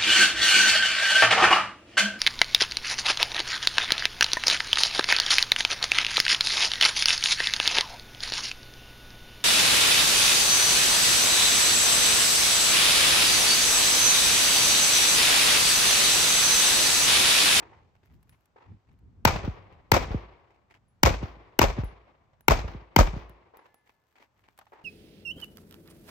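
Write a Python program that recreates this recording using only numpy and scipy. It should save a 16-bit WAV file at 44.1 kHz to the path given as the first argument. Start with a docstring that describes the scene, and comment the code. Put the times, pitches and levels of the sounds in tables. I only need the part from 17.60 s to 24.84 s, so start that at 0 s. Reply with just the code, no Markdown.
"""A distant gun pops and shoes scuff gravel in a breeze; then a pistol close by fires three pairs of shots.
Each shot is a crack and an overloaded ring of sines and noise, with a boom that slides down in pitch.
Earth banks return it as bursts of noise and low thumps, and the bay rolls on as fading, lumpy noise.
Spent cases tick and ring as sines; steps, far shots and wind are coloured noise under moving levels."""
import sys
import numpy as np
from scipy import signal
from scipy.fft import rfft, irfft, next_fast_len
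from scipy.io import wavfile
from scipy.ndimage import map_coordinates

SR = 44100
rng = np.random.default_rng(int(sys.argv[2]) if len(sys.argv) > 2 else 0)


def generate_wav(signal):
    """Clip the signal to [-1, 1] and save it as 16-bit WAV at the path in sys.argv[1]."""
    frames = np.transpose(np.atleast_2d(signal))
    scaled = np.clip(frames, -1, 1) * 32767
    pcm = np.round(scaled).astype(np.int16)
    wavfile.write(sys.argv[1], SR, pcm)


N = 319284
T = np.arange(3 * SR // 2) / SR  # one and a half seconds of time
LAG = .0004  # seconds by which the left microphone port hears the bay after the right

# The pistol shots. Each row: start in seconds, blast level in dB, boom level in dB,
# time for the boom to reach its peak in seconds, tail level in dB, bay rumble level in dB.
SHOT_LIST = [(1.6512, -5, -14.5, .0045, -24.5, -33.5), (2.3171, -7, -15.5, 0.0046, -25.5, -25),
             (3.4322, -6, -15, 0.011, -26, -25.5), (3.9902, -8, -19.5, 0.0029, -27, -23.5),
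             (4.882, -6, -20.5, 0.006, -27, -27), (5.3623, -7, -14, 0.0048, -28, -26)]


def amp(db):
    """Turn decibels into gain."""
    return 10 ** (np.asarray(db) / 20)


def unit(x):
    """Scale a sound to an average strength (rms) of 1."""
    return x / np.sqrt(np.mean(x ** 2) + 1e-20)


def along(points, hz):
    """Read a curve of (Hz, value) points, with pitch on a log axis."""
    f, v = np.transpose(points)
    return np.interp(np.log(hz + 1), np.log(f + 1), v)


def filtered(x, response):
    """Multiply the spectrum of x by a response that depends on frequency."""
    n = x.shape[-1]
    m = next_fast_len(n + 4096)
    return irfft(rfft(x, m) * response(np.fft.rfftfreq(m, 1 / SR)), m)[..., :n]


def add(track, s, sound):
    """Mix a sound into the track from time s on, cutting what falls outside."""
    start = round(s * SR)
    sound = sound[..., max(-start, 0):max(N - start, 0)]
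    first = max(start, 0)
    track[:, first:first + sound.shape[-1]] += sound


def noise(spectrum, n):
    """Coloured stereo noise of rms 1, near mono in the deepest bass."""
    # Each row: frequency in Hz, likeness of left and right (1 is identical).
    likeness = [(60, 1), (150, 0.46), (450, 0.66), (900, 0.23), (2500, 0.13), (14000, 0.44)]

    def mid_and_side(hz):
        turn = np.arccos(np.clip(along(likeness, hz), -1, 1)) / 2
        return amp(along(spectrum, hz)) * [np.cos(turn), np.sin(turn)]

    mid, side = filtered(rng.standard_normal((2, n)), mid_and_side)
    return unit(np.array([mid + side, mid - side]))


def wobble(rate, n):
    """A smooth random curve through `rate` random points a second."""
    knots = rng.standard_normal(int(n * rate / SR) + 4)
    return map_coordinates(knots, [np.arange(n) * rate / SR])


def burst(spectrum, shape):
    """Noise under an envelope, with the envelope's energy."""
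    return unit(noise(spectrum, len(shape)) * shape) * np.sqrt(np.mean(shape ** 2))


def swell(t, delay, rise):
    """A smooth step from 0 to 1, starting at delay."""
    return 1 - np.exp(-(np.maximum(t - delay, 0) / rise) ** 2)


def ported(x, lag):
    """Delay the left channel against the right."""
    return filtered(x, lambda hz: np.exp(np.outer([-1, 1], 1j * np.pi * hz * lag)))


def tail(spectrum, t60, lumpy_db, lump_rate):
    """Echoes from rough ground: lumpy noise in which each pitch takes its own time to fade by 60 dB."""
    hz, t, z = signal.stft(noise(spectrum, len(T)), SR, nperseg=512)
    z = z * amp(-60 * t / along(t60, hz)[:, None])
    fading = signal.istft(z, SR, nperseg=512)[1][:, :len(T)]
    return fading * amp(lumpy_db * wobble(lump_rate, len(T)))


def pistol():
    """Each shot pushes out a blast and a boom, then the banks and the whole bay answer."""
    out = np.zeros((2, N))
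    for s, blast_db, boom_db, boom_peak, tail_db, rumble_db in SHOT_LIST:
        direct = blast(hold=0.0057, ring_db=-0.5, hiss_db=-5.0, crack_db=-3.5,
                       crack_length=0.00091, drive_db=-4)
        add(out, s - .0007, amp(blast_db) * direct)
        boom = thump(520, length=boom_peak, end_hz=22.4, glide=.0026, spread=0.19)
        add(out, s + .0032, amp(boom_db) * boom)
        add_bay_tail(out, s, tail_db)
        add(out, s, amp(rumble_db) * rumble())
    add_bank_slaps(out)
    return out


def blast(hold, ring_db, hiss_db, crack_db, crack_length, drive_db):
    """A sharp crack, then a few milliseconds of saturated ringing from the overloaded microphone."""
    # The microphone's ringing notes. Each row: frequency in Hz, level in dB.
    ring_modes = [(370, -4), (570, -9), (900, -0.5), (1380, -7.5), (2165, -10), (2850, -13), (5450, -17)]
    # Colour of the hiss. 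Each row: frequency in Hz, relative level in dB.
    hiss_colour = [(200, -9.5), (1000, -3.5), (1500, -0.5), (1800, -3.5), (2250, 1.5), (3400, -9.5),
                   (5650, -11), (8300, -14), (10200, -28), (12500, -16), (14200, -15.5), (16500, -24)]
    # Balance of ring and hiss. Each row: frequency in Hz, left over right in dB.
    left_lean = [(200, 1), (500, 5.5), (900, 5), (2500, 5), (5000, 1), (14000, -2.5)]
    t = T[:SR // 20]
    shape = swell(t, 0.00023, 0.0012) * np.exp(-(t / hold) ** 6)  # the overload ends abruptly
    ring = 0
    for hz, db in ring_modes:
        # every shot excites the modes a little differently
        level = amp(db + rng.normal(0, 1.3))
        pitch = hz * rng.normal(1, 0.033)
        phase = rng.random() + rng.normal(0, 0.13, (2, 1))  # in cycles, slightly apart at the ports
        ring = ring + level * np.sin(2 * np.pi * (pitch * t + phase))
    body = amp(ring_db) * ring * shape + amp(hiss_db) * burst(hiss_colour, shape)
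    body = np.tanh(amp(drive_db) * body) / amp(drive_db)
    body = ported(body, LAG / 2)
    body = filtered(body, lambda hz: amp(np.outer([1, -1], along(left_lean, hz)) / 2))
    crack_colour = [(3000, -16.5), (8000, -4), (10300, -14.0), (13000, 2.0), (16000, -1.0)]
    crack = burst(crack_colour, swell(t, 0, 0.00041) * np.exp(-(t / crack_length) ** 2))
    return body + amp(crack_db) * (crack + crack[0]) / 2  # the crack leans towards mono


def thump(start_hz, length, end_hz, glide, spread):
    """A low pressure wave whose deepest part arrives last, a little out of step at the two ports."""
    t = T[:SR // 5]
    cycles = end_hz * t + (start_hz - end_hz) * glide * np.log1p(t / glide)
    skew = spread * np.array([[-1], [1]])  # radians
    envelope = np.sqrt(t / length * np.exp(1 - t / length))  # strongest at t = length
    return np.sin(2 * np.pi * cycles + skew) * envelope


def add_bank_slaps(out):
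    """Three earth banks throw each blast back, each in its own colour and in any order."""
    # One row for each shot: first slap's delay in seconds and level in dB, then the same pair for
    # the second and the third slap. The first slap's level is before a 2.5 dB cut.
    bank_echoes = [(.0240, -16, 0.025, -23.5, 0.017, -26.5), (0.022, -12.5, 0.034, -27, .048, -15.5),
                   (0.027, -12, 0.021, -18.5, 0.037, -14.5), (.0245, -9, .038, -15, .048, -14.5),
                   (0.0253, -12, .036, -19.5, 0.036, -15), (.0250, -8, .037, -17.5, .046, -13)]
    # Colours of the first, second and third slap. Each row: frequency in Hz, relative level in dB.
    first_colour = [(120, -29.5), (200, -1.5), (485, -7), (961, 0.5), (2160, -14), (3310, -23), (5450, -21),
                    (8030, -29), (8970, -29.5), (9840, -46), (12300, -29), (14800, -28.5), (16500, -47)]
    second_colour = [(180, -34), (300, -4), (1020, -8), (1580, -14), (2400, -11.5), (4240, -23),
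                     (6030, -18.5), (10500, -42.5), (12400, -31), (14900, -35), (16500, -51)]
    third_colour = [(120, -32), (200, -2), (306, -9.5), (573, 4), (1160, -11.5), (3250, -22.5), (3630, -21),
                    (4290, -30.5), (5870, -25.5), (10000, -45.5), (13200, -41), (15300, -44), (16500, -64)]
    for (s, *_), echoes in zip(SHOT_LIST, bank_echoes):
        delay_1, db_1, delay_2, db_2, delay_3, db_3 = echoes
        first_slap = slap(first_colour, face_t60=0.039, rubble_db=-9.5, rubble_t60=0.21)
        add(out, s + delay_1, amp(db_1 - 2.5) * first_slap)
        second_slap = slap(second_colour, face_t60=.02, rubble_db=-14.5, rubble_t60=0.068)
        add(out, s + delay_2, amp(db_2) * second_slap)
        third_slap = slap(third_colour, face_t60=.04, rubble_db=-10.0, rubble_t60=0.12)
        add(out, s + delay_3, amp(db_3) * third_slap)


def slap(spectrum, face_t60, rubble_db, rubble_t60):
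    """An earth bank answers with one hard return and a short spray from its rubble."""
    t = T[:SR // 5]
    face = amp(-60 * t / face_t60)
    rubble = amp(rubble_db - 60 * t / rubble_t60)
    answer = burst(spectrum, swell(t, 0, 0.00064) * (face + rubble))
    return ported(answer, LAG) * amp([[.8], [-.8]])  # left a little louder


def add_bay_tail(out, s, tail_db):
    """Rough ground scatters the shot, a long roll builds up, and farther slopes answer later."""
    # Colours of scatter, roll and late answers. Each row: frequency in Hz, relative level in dB.
    scatter_colour = [(47, -31), (80, -4), (125, -11), (249, -21.5), (795, -12), (1740, -22.5), (2420, -17),
                      (2770, -26.5), (6190, -34), (8450, -45.5), (9880, -58), (13800, -32), (15400, -52),
                      (16500, -75)]
    roll_colour = [(47, -28), (80, 0.5), (134, -9.5), (257, -13), (319, -6), (464, -9), (1130, -10),
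                   (1400, -19), (2170, -16), (5180, -37), (9000, -58), (11700, -84.5), (19800, -120)]
    late_colour = [(40, -19), (80, -3.5), (250, -11.5), (800, -10.5), (2200, -20), (6000, -34.5),
                   (9000, -59), (13000, -49)]
    # Fading of scatter and roll. Each row: frequency in Hz, time to fall by 60 dB in seconds.
    scatter_fade = [(100, 0.43), (1000, 0.29), (5000, 0.36), (8500, 0.37), (13000, 0.14)]
    roll_fade = [(100, 1.1), (1000, 1.28), (2500, 1.153), (5000, 1.1), (9000, 0.85)]
    # the ground scatters first; the slopes join in a moment later
    build_up = amp(1.5) * swell(T, 0.0038, 0.00091) + swell(T, 0.015, 0.0036)
    scatter = tail(scatter_colour, scatter_fade, lumpy_db=2, lump_rate=180) * build_up
    roll = tail(roll_colour, roll_fade, lumpy_db=2.0, lump_rate=64) * swell(T, 0.024, 0.026)
    add(out, s, amp(tail_db) * (scatter + amp(-10.5) * roll) * amp([[.7], [-.7]]))
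    # the back slope and the neighbouring bay answer later: delay s, dB, seconds to fall by 60 dB
    t = T[:SR // 3]
    for delay, db, t60 in [(.106, -3.5, 0.096), (.194, -15, 0.34)]:
        fade = amp(tail_db + db - 60 * t / t60 + 2 * wobble(180, len(t)))
        add(out, s + delay, fade * swell(t, 0, 0.0017) * noise(late_colour, len(t)))


def rumble():
    """The bay hums briefly and unevenly at its deepest note."""
    drift = 0.11 * wobble(3.1, len(T))  # in cycles
    life = amp(-60 * T / .9 + 2.5 * wobble(14, len(T)))
    life = life * swell(T, .008, .02) * np.exp(-(T / .45) ** 6)
    return life * np.sin(2 * np.pi * (55 * T + drift))


def low_echoes():
    """Every shot comes back as three low thumps, a few weaker strays and a last faint thud."""
    # One row for each shot: delays of its three thumps, in seconds.
    echo_delays = [(.027, .225, .189), (.046, .227, .190), (.045, .196, .074), (.042, .194, .245),
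                   (.020, .265, .161), (.026, .201, .119)]
    # One row for each shot: levels of its three thumps, in dB.
    echo_levels = [(-27, -22, -28), (-28, -20, -25), (-20.5, -25.5, -21.5), (-16.5, -21.5, -25.5),
                   (-16, -33, -28), (-8.5, -30, -28.5)]
    # One row for each of the three: starting pitch in Hz, time to the thump's peak in seconds,
    # level in dB of the slap at its front.
    echo_shapes = [(350, 0.015, -9.5), (616, 0.0066, -10), (280, .008, -4.5)]
    stray_db, stray_from_s, stray_to_s = -35, 0.08, .24  # strays come at chance times in this range
    hill_s, hill_db = .335, -47.5  # a distant hill answers last
    out = np.zeros((2, N))
    for (s, *_), delays, levels in zip(SHOT_LIST, echo_delays, echo_levels):
        for delay, db, (hz, length, front_db) in zip(delays, levels, echo_shapes):
            add(out, s + delay, amp(db) * low_echo(hz, length, front_db))
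        for chance in rng.random(size=3):
            delay = stray_from_s + chance * (stray_to_s - stray_from_s)
            add(out, s + delay, amp(stray_db) * low_echo(hz=429.4, length=0.0083, front_db=-3))
        add(out, s + hill_s, amp(hill_db) * low_echo(hz=465, length=0.0039, front_db=-8.5))
    return out


def low_echo(hz, length, front_db):
    """A slope returns mostly the bass of a blast, with a muffled slap at its front."""
    muffled = [(150, -8.5), (550, 1.5), (850, -7), (2500, -23), (8000, -58)]
    front = slap(muffled, face_t60=0.015, rubble_db=-14, rubble_t60=.09)
    brief = np.exp(-(T[:SR // 5] / 0.1) ** 4)
    return amp(front_db) * front + brief * thump(hz, length, end_hz=25, glide=.0021, spread=0.23)


def cases():
    """A brass case ticks on a stone and rings with one high note."""
    # Cases landing. Each row: start in seconds, tick level in dB, ring level in dB.
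    landings = [(.695, -67, -67), (3.282, -80.5, -74), (4.243, -46, -59), (4.808, -51, -74),
                (5.695, -50.5, -81), (5.9707, -46, -72), (6.1439, -51, -68)]
    case_hz = 10920
    tick_colour = [(1000, 3.5), (6000, -19), (9500, -14), (11500, -4.5), (15500, -9)]
    out, t = np.zeros((2, N)), T[:SR // 2]
    for s, tick_db, ring_db in landings:
        tick = burst(tick_colour, amp(-60 * t / 0.021))
        ring = amp(ring_db - 60 * t / 0.18) * np.sin(2 * np.pi * case_hz * t)
        add(out, s, amp(tick_db) * tick + ring)
    return out


def footwork():
    """Heel, then ball, grind over loose stones; soles and gear knock and click."""
    # Footfalls and pivots. Each row: start in seconds, level in dB, length in seconds.
    steps = [(.349, -61, 0.02), (.43, -70.5, .11), (0.721, -63, 0.029), (1.267, -71, .075),
             (2.12, -63, 0.031), (2.9, -67, 0.069), (3.096, -57.5, 0.079), (6.056, -69, 0.029),
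             (6.262, -61, 0.05), (6.553, -57.5, .1), (6.763, -70, 0.041), (6.833, -61, 0.077)]
    # Short knocks of soles and gear. Each row: start in seconds, level in dB, pitch in Hz.
    knocks = [(.03, -52, 480), (.431, -60.5, 302), (4.732, -61, 647), (6.056, -52.5, 900), (6.6, -56, 324),
              (6.988, -47, 807), (7.012, -50, 840), (7.067, -54, 847)]
    # Dry clicks of stones and gear. Each row: start in seconds, level in dB.
    clicks = [(0.629, -60), (0.694, -52.5), (.857, -62), (1.329, -73), (1.39, -68), (6.9771, -52.5),
              (6.989, -46)]
    # Colours of gravel and click. Each row: frequency in Hz, relative level in dB.
    gravel_colour = [(120, -46), (200, -12), (328, -1.5), (538, -9.5), (916, 1), (1350, -9), (2210, -2.5),
                     (3690, -17.5), (10900, -33.5), (13100, -38), (16000, -35)]
    click_colour = [(300, -16), (1500, 7.5), (3500, -2), (6500, -12), (10000, 2), (12000, -2), (16000, -7)]
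    ball_at, ball_db = .52, 0  # the ball follows the heel: share of the step's length, dB over the heel
    out, t = np.zeros((2, N)), T[:SR // 4]

    def press(start, length):
        return swell(t, start, 0.0046) * np.exp(-((t - start) / (0.49 * length)) ** 4)

    for s, db, length in steps:
        grains = amp(4.5 * wobble(700, len(t)) + 2 * wobble(130, len(t)))
        stroke = press(0, length) + amp(ball_db) * press(ball_at * length, length)
        add(out, s, amp(db) * burst(gravel_colour, unit(grains * stroke) * stroke.std()))
    for s, db, hz in knocks:
        colour = [(hz / 2, -16), (hz, 0), (hz * 2.3, -13), (2300, -15), (7000, -34), (12000, -52)]
        add(out, s, amp(db) * burst(colour, swell(t, 0, 0.00045) * amp(-60 * t / 0.063)))
    for s, db in clicks:
        add(out, s, amp(db) * burst(click_colour, amp(-60 * t / 0.02)))
    # kicked grit keeps trickling while the shooter runs: start s, length s
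    grit_colour = [(500, -1), (2200, 0.0), (5500, -10.5), (10000, -14.5), (13000, -7), (16000, -16)]
    for s, length in [(.3, 0.62), (5.9, 1.6)]:
        n = round(length * SR)
        grit = unit(amp(6 * wobble(700, n) + 5 * wobble(25, n))) * signal.windows.tukey(n)
        add(out, s, amp(-78.5) * grit * noise(grit_colour, n))
    return out


def other_bays():
    """Distant shots arrive as dull washes with two late echoes; one bullet rings a steel plate."""
    # Shots in other bays. Each row: start in seconds, level in dB.
    far_shots = [(-.03, -46.5), (.12, -57), (0.959, -53.5), (5.937, -53), (7.121, -50)]
    # Colour of a distant wash. Each row: frequency in Hz, relative level in dB.
    wash_colour = [(150, -44), (250, -15), (359, -4.5), (642, -10), (883, 0), (1340, -10.5), (2020, -12),
                   (3500, -28), (8000, -48.5), (10400, -60), (17600, -120)]
    # Notes of the far steel plate. 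Each row: frequency in Hz, level in dB.
    plate_modes = [(1728, -69.5), (2056, -75)]
    wash_fade = [(300, 0.74), (1500, 0.37), (6000, 1.0)]  # Hz, seconds to fall by 60 dB
    pop_colour = [(200, -30), (400, 10), (950, 6), (2500, -16), (6000, -52)]
    out = np.zeros((2, N))
    for s, db in far_shots:
        for delay, echo_db in [(0, -2), (.048, -5.5), (.135, -20)]:
            wash = tail(wash_colour, wash_fade, lumpy_db=3, lump_rate=140)
            add(out, s + delay, amp(db + echo_db) * swell(T, 0, 0.0053) * wash)
        pop = slap(pop_colour, face_t60=0.074, rubble_db=-12, rubble_t60=0.079)
        add(out, s, amp(db + 1.0) * pop)
    plate = 0
    for hz, db in plate_modes:
        phase = 2 * np.pi * hz * T + 0.74 * wobble(45, len(T))
        plate = plate + amp(db - 60 * T / 1.3) * np.sin(phase)
    add(out, 6.06, plate * swell(T, 0, 0.0088) * amp(1.9 * wobble(40.7, len(T))))
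    return out


def breeze():
    """Quiet open air, and a slow breeze whose puffs buffet the microphone."""
    # Slow strength of the breeze. Each row: time in seconds, buffet level in dB.
    wind = [(0, -57.5), (.35, -67.5), (1.25, -74), (1.65, -52.5), (3.1, -70), (5.8, -69.5), (6.3, -81.5),
            (7.24, -71)]
    # Short puffs on the microphone. Each row: time of the peak in seconds, level in dB.
    puff_list = [(.55, -55.5), (.7, -63), (1.117, -48.5), (1.32, -59), (1.46, -56.5)]
    # Colours of buffeting and open air. Each row: frequency in Hz, relative level in dB.
    buffet_colour = [(15, -47), (25, -16.5), (49, -2.5), (101, -0.5), (242, -13.5), (500, -29), (650, -63),
                     (1100, -120)]
    air_colour = [(10, -59.5), (25, -27), (50, -9.5), (110, -0.5), (250, -5.5), (900, -1), (2300, -13),
                  (4000, -20.5), (8000, -27), (10000, -38), (13000, -33), (16000, -39)]
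    puff_s = 0.044  # half the length of a puff
    t = np.arange(N) / SR
    steady = amp(np.interp(t, *np.transpose(wind)) + 1.7 * wobble(4.9, N))
    puffs = sum(amp(db) * np.exp(-((t - s) / puff_s) ** 2) for s, db in puff_list)
    air = amp(-75.5 + 0.63 * wobble(1.6, N)) * noise(air_colour, N)
    return (steady + puffs) * noise(buffet_colour, N) + air


def scene():
    """Everything heard in the bay."""
    return pistol() + low_echoes() + cases() + footwork() + other_bays() + breeze()


def record(dry):
    """The two ports differ in colour and share a notch near 10 kHz; peaks saturate; the band ends steeply."""
    # Balance of the microphone ports. Each row: frequency in Hz, left over right in dB.
    port_balance = [(100, 0), (1000, 0.5), (2800, 1), (4500, 7.5), (6500, 8.5), (9000, 0.5), (14000, -1.5)]
    top_hz = 16300

    def port_response(hz):
        notch_db = 12 * np.exp(-((hz - 10100) / 600) ** 2)
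        return amp(np.outer([1, -1], along(port_balance, hz)) / 2 - notch_db)

    coloured = filtered(dry, port_response)
    coloured = filtered(coloured, lambda hz: hz ** 3 / np.sqrt(hz ** 6 + 37 ** 6))  # bass roll-off
    clipped = coloured / (1 + np.abs(coloured / .95) ** 6) ** (1 / 6)
    return filtered(clipped, lambda hz: 1 / np.sqrt(1 + (hz / top_hz) ** 120))


dry = scene()
out = record(dry)
generate_wav(out)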